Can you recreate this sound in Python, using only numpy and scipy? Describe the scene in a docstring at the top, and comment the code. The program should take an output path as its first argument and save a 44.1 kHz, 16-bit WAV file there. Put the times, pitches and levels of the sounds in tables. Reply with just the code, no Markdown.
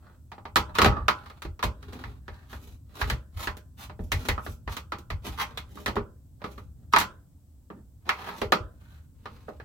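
"""Close, hollow plastic knocks and short scrapes, with dull booms, a short tail and a low rumble beneath.
A screwdriver is set into the screws of a plastic roof vent inside a small van, close to a phone.
Tool and hands excite the trim ring's modes and its dense clatter: single blows knock, streams of slips scrape.
The roof panel booms as slow-swelling low modes after the heavier pushes.
Shaped noise makes the rumble and faint hiss; band-wise decays give the bare cabin's tail."""
import sys
import numpy as np
from scipy import signal
from scipy.fft import rfft, irfft
from scipy.io import wavfile

SR = 44100
rng = np.random.default_rng(int(sys.argv[2]) if len(sys.argv) > 2 else 0)


def wav_record(signal):
    """Record a signal, one row per channel, as 16-bit PCM in the file named by sys.argv[1]."""
    frames = np.transpose(np.atleast_2d(signal))
    bounded = np.clip(frames, -1, 1)
    # unit amplitude maps onto the largest positive 16-bit level
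    quanta = np.round(bounded * 32767).astype(np.int16)
    wavfile.write(sys.argv[1], SR, quanta)


N = 425124

# Knocks on the trim. Each row: start in seconds, contact resonance in Hz, strength in dB,
# hardness as treble slope in dB per octave, thud in dB over the strength.
KNOCKS = [(.317, 800, -42, -8, -10), (.38, 815, -47, -12.5, -4), (0.453, 806, -38.5, -9.5, -9),
          (0.558, 1290, -19.5, -4.5, -9), (.565, 885, -25, -3, -10.5), (.752, 1180, -36, -3.5, -11),
          (0.785, 1395, -17.5, -6, -7.5), (.817, 1150, -18.5, -4.5, -5.5), (0.845, 780, -17.5, -6, -3),
          (.859, 1240, -22, -6, -3.5), (1.082, 1360, -17.5, -6.5, -15), (1.259, 1200, -50, -5.5, -9),
          (1.299, 1215, -48.5, -5.5, -5.5), (1.42, 1350, -42.5, -3, -12.5), (1.45, 346, -42.5, -7, 2),
          (1.592, 1310, -42.5, -7, -8.5), (1.627, 1045, -27, -6, -20), (1.637, 1040, -32, -2.5, 1),
          (1.827, 1330, -53, -3.5, -13), (1.931, 220, -51.5, -2, 4), (2.038, 1970, -38.5, -8, -15),
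          (2.28, 1700, -40.5, -8.5, -6), (2.529, 1600, -41, -9.5, -6.5), (3.014, 1615, -26, -6.5, -18),
          (3.099, 1700, -29.5, -3.5, -8), (3.472, 1760, -28, -7, -11.5), (3.569, 1580, -58, 1, 7.5),
          (3.896, 600, -43, -10, -7.5), (3.992, 200, -48, -12.5, 11), (4.118, 2000, -28, -2.4, -9),
          (4.286, 1880, -26, -3.5, -6), (4.378, 1260, -32.5, -15.5, -11), (4.463, 1346, -38.5, -7.5, -2),
          (4.676, 1970, -33, -10, -10), (4.767, 1240, -38.5, -2, -7), (4.92, 1305, -31, -8, -10),
          (4.985, 357, -59, 0.5, 9.5), (5.102, 2080, -34, -6, -9.5), (5.574, 3700, -37.5, -2.5, -9.5),
          (5.771, 1170, -45.5, -8.5, -11), (5.86, 1860, -28, -4.5, -10.5), (5.879, 1200, -32.5, -5.2, 0),
          (5.956, 222, -46, -3, 13), (5.965, 395, -24.5, -14, -2.5), (6.417, 603, -44.5, -9.5, -3),
          (6.441, 1210, -34.5, -8.5, -2.5), (6.578, 1210, -45.5, -9, -2), (6.935, 1200, -16, -9, -15),
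          (6.962, 2090, -16.5, -6.5, -23), (6.967, 1050, -21.5, -12, -13), (6.985, 1320, -33, 0, -9),
          (7.0, 860, -35, -0.5, -27), (7.012, 1510, -29, -4, -9.5), (7.701, 223, -43, -14.5, -0.5),
          (8.091, 2150, -19.5, -7.5, -20.5), (8.416, 426, -28, -7, 0), (8.521, 1230, -16.5, -6.5, -4.5),
          (9.256, 1210, -38.5, -8.5, -5.5), (9.482, 634, -40.5, -21, 1.5),
          (9.599, 1740, -44.5, -10.5, -4.5)]
# Scrapes of the tool on trim and screw. Each row: middle in seconds, half length in seconds,
# contact resonance in Hz, strength in dB, treble slope in dB per octave, thud in dB over the strength.
SCRAPES = [(0.083, 0.065, 1420, -58, -8, -3), (0.7, 0.014, 980, -46, -9, 0),
           (.775, 0.016, 1160, -32.5, -5, -17.5), (0.959, .06, 1200, -33.5, -13.5, -4),
           (2.372, 0.1, 1720, -57.5, -5, -4), (4.345, 0.054, 1820, -52, -7, 0.5),
           (5.411, 0.023, 2050, -25.5, -4, -18.5), (6.414, 0.0079, 2000, -56, -11, -10),
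           (6.937, 0.0069, 1290, -34, -3, -18.5), (8.083, 0.019, 970, -42, -6.5, 0.5),
           (8.25, 0.11, 2180, -38.5, -5.5, -10), (8.299, 0.065, 866, -42.5, -6, -4),
           (8.908, 0.11, 1490, -63, -2.5, -4)]
# Rubs of hand and sleeve. Each row: middle in seconds, half length in seconds, strength in dB,
# hardness as treble slope in dB per octave, thud in dB over the strength.
RUBS = [(1.232, 0.14, -54.5, -5, -6.5), (1.982, 0.12, -49, -4.5, 3), (2.526, 0.045, -50, -2, -8),
        (2.675, 0.062, -60, 0.2, 5.5), (2.999, 0.036, -41.5, -1.9, -13), (3.062, 0.093, -44, -3, 1),
        (3.43, 0.047, -38, -1.5, -10), (3.827, 0.031, -45, -1.1, -6.5), (4.044, 0.04, -74, 3.5, 23),
        (4.239, 0.083, -45, -2, 2), (4.477, 0.061, -62.5, 3, 10.5), (4.728, 0.028, -42.5, -1.6, -7),
        (5.27, 0.025, -37.5, -2.1, -0.5), (5.348, 0.038, -49.5, -2.1, -16), (5.484, 0.15, -53.5, -5.5, -2),
        (5.8, 0.11, -59, 0, 10.5), (6.531, 0.092, -61.5, -0.5, 5.5), (6.835, 0.06, -74, -6.5, 10.5),
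        (7.016, 0.019, -39, -2.2, -2), (7.769, .04, -62.5, -12.5, 12), (8.391, .05, -50.5, -1, 0.5),
        (9.396, 0.19, -60, -3.5, 1)]
# Pushes that make the roof panel boom. Each row: start in seconds, level in dB.
PUSHES = [(0.559, -35.5), (0.788, -28.5), (0.85, -21), (0.93, -37.5), (0.998, -33.5), (1.446, -36),
          (1.634, -29), (2.042, -41), (2.277, -42.5), (2.531, -44.5), (2.678, -46.5), (3.012, -29.5),
          (3.097, -29), (3.343, -36), (3.461, -38), (3.879, -48.5), (3.992, -34), (4.12, -28), (4.283, -29),
          (4.47, -39), (4.661, -34.5), (5.103, -31.5), (5.267, -39), (5.859, -38), (5.956, -34.5),
          (6.958, -42.5), (8.414, -38.5), (8.59, -38)]
# Modes of the plastic housing and its frame, with the long ring of the screwdriver's metal shank at 1017 Hz.
# Each row: frequency in Hz, relative level in dB, t60 in seconds.
HOUSING_MODES = [(213, -7, .2), (236, -6, .18), (336, -10, .18), (409, -2, .17), (457, -9, .18),
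                 (611, -7, .24), (818, -6, .24), (932, -4, .16), (1017, -13, .36), (1071, -6, .13),
                 (1141, -1, .14), (1192, -1, .12), (1275, 1, .11), (1450, -7, .11), (1612, -9, .12),
                 (1925, -6, .13), (1964, -4, .16), (2188, -8, .14), (2500, -7, .15), (3055, -10, .16),
                 (3414, -8, .14), (3710, -12, .13), (4382, -18, .15)]
# Colour of the dense plastic clatter. Each row: frequency in Hz, relative level in dB.
CLATTER_COLOUR = [(140, -2.5), (230, 1.5), (300, -1), (420, -11), (520, -6), (700, -4), (900, -4.5),
                  (1200, -7), (1600, -4), (2100, -2), (2900, -13.5), (3900, -2), (5200, -18), (7000, -24.5),
                  (11000, -23), (15500, -26)]
# Body, ring, clank, edge and crack ranges. Each row: low edge in Hz, high edge in Hz.
RANGES = [(145, 700), (700, 1600), (1600, 2800), (2800, 6000), (6000, 19000)]
# How readily ring, clank, edge and crack answer a knock. 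Each entry: gain in dB.
KNOCK_RESPONSE_DB = [-3, 0.2, 2.5, 0]
# How readily the same four ranges answer a rub or scrape. Each entry: gain in dB.
RUB_RESPONSE_DB = [-1.5, -2, 1.5, 0.5]
# Modes of the roof panel. Each row: frequency in Hz before detuning, relative level in dB.
ROOF_MODES = [(36, -11.5), (49, 0.5), (64, -0.5), (82, 2), (101, -3), (122, -7.5), (146, -23.5)]
# The cabin's tail and width. Each row: frequency in Hz, t60 in seconds, likeness of left and right from 0 to 1.
CABIN = [(198.8, .32, .93), (505, .36, .6), (1100, .26, .5), (2500, .21, 0), (4930, .21, .11),
         (14200, .12, 0)]
# Colour of the background. Each row: frequency in Hz, relative level in dB.
FLOOR_COLOUR = [(15, -56.5), (25, -11.5), (49, -5.5), (69, 4), (113, -3.5), (144, -8.5), (156, -12),
                (204, -17), (281, -20), (378, -35.5), (2060, -58), (6730, -53.5), (7910, -48),
                (9300, -54.5), (15500, -50.5)]
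# Rumble as the arms move. Each row: time in seconds, level in dB before a fixed lift.
RUMBLE = [(0, -55.5), (.37, -51.5), (.8, -44), (1.5, -55.5), (1.96, -45), (2.35, -51), (3.75, -52.5),
          (4.1, -44.5), (4.9, -50.5), (5.4, -46.5), (6.2, -54), (6.7, -47), (7.4, -55.5), (9.64, -50.5)]

TIME = np.arange(N) / SR  # seconds into the scene
AGE = TIME[:SR // 2]  # seconds into one contact or push
TOP_HZ = 16300
PLATE_T60, CRACK_T60 = .115, .016  # seconds: crowded plastic modes, direct crack
SCATTER_DB = 2  # spread of the mode strengths between places of contact
FAVOUR_DB, FAVOUR_OCTAVES = 4, 0.43  # a contact favours the range around its own resonance
HAND_HZ = 256  # contact resonance of the soft hand
FAR_CORNER_S = 7.9  # seconds: the tool moves on to the screw in the far corner
NEAR_SHARE, FAR_SHARE = 0.19, 0.93  # low cut of a knock, as a share of its contact resonance


def knocks(mode_db=-6.5, snap_db=-4.5, hardening=0.33, firm_db=-32, contact_db=4, contact_quality=5,
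           own=.6, pan_db=-1.25):
    """Each knock shakes the same housing; the hardness of the contact tilts its upper ranges."""
    out = np.zeros((2, N))
    shared = clatter()
    bank = mode_bank()
    for s, hz, *touch in KNOCKS:
        levels = range_levels(hz, *touch, KNOCK_RESPONSE_DB)
        # a stronger ring range brings more of the first crack
        crack = undb(snap_db + hardening * max(levels[1] - firm_db, 0)) * snap()
        # "own" is the power share of the clatter that changes with the place of contact
        rattle = np.sqrt(1 - own) * shared + np.sqrt(own) * clatter()
        blow = crack + rattle + undb(mode_db) * modes(bank)
        blow = blow + undb(contact_db) * resonance(blow, hz, contact_quality)
        blow = band(blow, deepest_hz(s, hz), SR, order=1)
        parts = [band(blow, *edges) for edges in RANGES]
        # each range is levelled over its first 30 ms
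        sound = sum(undb(db) * part / rms(part[:, :SR // 33]) for db, part in zip(levels, parts))
        add(out, s, pan(sound, pan_db))
    return out


def rubs(slips_per_s=800, spread_db=3.5, grip_db=2.5, mode_db=-9, contact_db=6, contact_quality=9,
         lead_s=0.0074, pan_db=-1):
    """Friction is a stream of tiny slips that shake the housing; grip catches and lets go within a stroke."""
    out = np.zeros((2, N))
    bank = mode_bank()
    middle = AGE[-1] / 2
    hand_rubs = [(s, half, HAND_HZ, *touch) for s, half, *touch in RUBS]
    for s, half, hz, *touch in [*SCRAPES, *hand_rubs]:
        stroke = np.exp(-((AGE - middle) / half) ** 2)
        grip_times = AGE[::SR // 100]
        grip = np.interp(AGE, grip_times, rng.standard_normal(len(grip_times)))
        burst = np.minimum(rng.exponential(size=len(AGE)), 4)
        sizes = rng.standard_normal(len(AGE)) * undb(spread_db * burst + grip_db * grip)
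        happens = rng.random(len(AGE)) < slips_per_s / SR
        slips = happens * sizes * stroke
        answer = clatter() + undb(mode_db) * modes(bank)
        grain = signal.fftconvolve(slips[None], answer, axes=1)[:, :SR * 3 // 4]
        grain = grain + undb(contact_db) * resonance(grain, hz, contact_quality)
        parts = [band(grain, *edges) for edges in RANGES]
        levels = range_levels(hz, *touch, RUB_RESPONSE_DB)
        sound = sum(undb(db) * part / rms(part) for db, part in zip(levels, parts))
        # the levels hold at the middle of the stroke
        sound = sound * np.sqrt(np.sum(stroke ** 2) / grain.shape[1])
        add(out, s - middle - lead_s, pan(sound, pan_db))
    return out


def range_levels(hz, strength_db, slope_db, thud_db, response_db):
    """Weight behind a contact feeds the body range; a softer contact loses more with each octave."""
    centres = np.sqrt(np.prod(RANGES[1:], axis=1))
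    favour = FAVOUR_DB * np.exp(-(np.log2(centres / hz) / FAVOUR_OCTAVES) ** 2)
    upper = np.array(response_db) + favour + slope_db * np.log2(centres / centres[0])
    return strength_db + np.append(thud_db, upper)


def deepest_hz(s, contact_hz):
    """A contact passes little below a share of its resonance; the far corner's stiffer frame booms less."""
    share = FAR_SHARE if s > FAR_CORNER_S else NEAR_SHARE
    return np.clip(contact_hz * share, 20, SR / 4)


def snap(soft_hz=2600, wall_s=0.005, wall_db=-6, port_lag_s=.0001):
    """The direct crack of the contact reaches one microphone port first; the near wall echoes it."""
    burst = rng.standard_normal(len(AGE)) * fade(CRACK_T60)
    crack = signal.sosfilt(signal.butter(1, soft_hz, fs=SR, output="sos"), burst)
    lead = int(SR * port_lag_s * rng.standard_normal())
    wall_lags = (SR * wall_s * rng.uniform(.9, 1.1, 2)).astype(int)
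    pair = np.array([np.roll(crack, max(late, 0)) + undb(wall_db) * np.roll(crack, lag)
                     for late, lag in zip((lead, -lead), wall_lags)])
    return pair / rms(crack[:SR // 500])


def clatter(cabin_db=-1.5):
    """Crowded plastic modes die quickly; the cabin carries them on, longer in the lower bands."""
    wash = noise(CLATTER_COLOUR, len(AGE))
    edges = [*(110 * 2.4 ** np.arange(6)), TOP_HZ]
    tail = 0
    for lo, hi in zip(edges[:-1], edges[1:]):
        tail = tail + band(wash, lo, hi, order=2) * fade(read(CABIN, np.sqrt(lo * hi)))
    return wash * fade(PLATE_T60) + undb(cabin_db) * tail


def mode_bank(spread_hz=750):
    """The clear modes of housing and shank as turning phasors; high ones reach the two sides out of step."""
    hz, db, t60 = np.transpose(HOUSING_MODES)
    rings = np.array([undb(d) * fade(t) * np.exp(2j * np.pi * f * AGE) for f, d, t in zip(hz, db, t60)])
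    skew = (-1) ** np.arange(len(hz)) * np.minimum(hz / spread_hz, 1.6)  # radians
    return rings, np.exp(1j * np.outer([.5, -.5], skew))


def modes(bank):
    """The place of contact weights the housing's modes anew."""
    rings, sides = bank
    weight, phase = rng.standard_normal((len(rings), 2)).T
    strike = undb(SCATTER_DB * weight) * np.exp(1j * np.pi * phase)
    ring = ((sides * strike) @ rings).imag
    return ring / rms(ring[:, :SR // 50])


def roof(peak_s=0.035, tail_t60=0.15, tail_db=-13, detune=0.092, skew=0.057):
    """The heavy panel takes a few hundredths of a second to swing up after a push, then dies away."""
    out = np.zeros((2, N))
    rise = AGE / peak_s
    swell = (rise * np.exp(1 - rise)) ** 2 + undb(tail_db) * fade(tail_t60) * np.minimum(rise, 1)
    for s, db in PUSHES:
        boom = 0
        draws = rng.standard_normal((len(ROOF_MODES), 3))
        for (hz, mode_db), (tune, phase, side) in zip(ROOF_MODES, draws):
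            turns = hz * (1 + detune * tune) * AGE + phase + np.array([[.5], [-.5]]) * skew * side
            boom = boom + undb(mode_db) * swell * np.sin(2 * np.pi * turns)
        add(out, s, undb(db) * boom / rms(boom[:, SR // 100:SR // 12]))
    return out


def background(split_hz=330, rumble_lift_db=2, hiss_db=-43.5):
    """A low rumble that rises and falls as the arms move, under a faint even hiss."""
    air = noise(FLOOR_COLOUR, N)
    low = signal.sosfiltfilt(signal.butter(2, split_hz, fs=SR, output="sos"), air)
    rumble_db = np.interp(TIME, *np.transpose(RUMBLE)) + rumble_lift_db
    return low * undb(rumble_db) + (air - low) * undb(hiss_db)


def noise(colour, size):
    """Coloured stereo noise; the cabin table sets how alike the two sides are at each frequency."""
    hz = np.arange(size // 2 + 1) * SR / size
    alike = np.clip(read(CABIN, hz, axis=2), 0, 1)
    mid, side = rfft(rng.standard_normal((2, size)))
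    pair = mid * np.sqrt(1 + alike) + np.outer([1, -1], side * np.sqrt(1 - alike))
    x = irfft(pair * undb(read(colour, hz)), size)
    return x / rms(x)


def resonance(x, hz, quality):
    """One resonance, gain 1 at its centre."""
    return signal.lfilter(*signal.iirpeak(hz, quality, fs=SR), x)


def band(x, lo_hz, hi_hz, order=3):
    """Causal band-pass."""
    edges = [lo_hz, min(hi_hz, SR / 2 - 1)]
    return signal.sosfilt(signal.butter(order, edges, "band", fs=SR, output="sos"), x)


def fade(t60):
    """Exponential decay by 60 dB in t60 seconds."""
    return np.exp(-np.log(1000) * AGE / max(t60, 1e-3))


def read(table, hz, axis=1):
    """A column of a table, joined on a log-frequency axis."""
    table = np.array(table)
    return np.interp(np.log(hz + 1), np.log(table[:, 0]), table[:, axis])


def undb(db):
    """Decibels to gain."""
    return 10 ** (np.asarray(db) / 20)


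def rms(x):
    """Root mean square, kept above zero."""
    return np.sqrt(np.mean(x ** 2)) + 1e-12


def pan(sound, left_db):
    """Level of left over right; a negative value leans right."""
    return sound * undb([[left_db / 2], [-left_db / 2]])


def add(out, s, sound):
    """Mix a stereo sound in from time s, trimmed to the scene."""
    i = int(s * SR)
    part = sound[:, max(-i, 0):max(N - i, 0)]
    out[:, max(i, 0):max(i, 0) + part.shape[1]] += part


def scene():
    """Tool, hands, roof and cabin together."""
    return knocks() + rubs() + roof() + background()


def record(dry):
    """The phone rounds only the very highest peaks and cuts the top."""
    rounded = dry / (1 + dry ** 4) ** .25
    return signal.sosfilt(signal.ellip(10, .2, 70, TOP_HZ, fs=SR, output="sos"), rounded)


dry = scene()
out = record(dry)
wav_record(out)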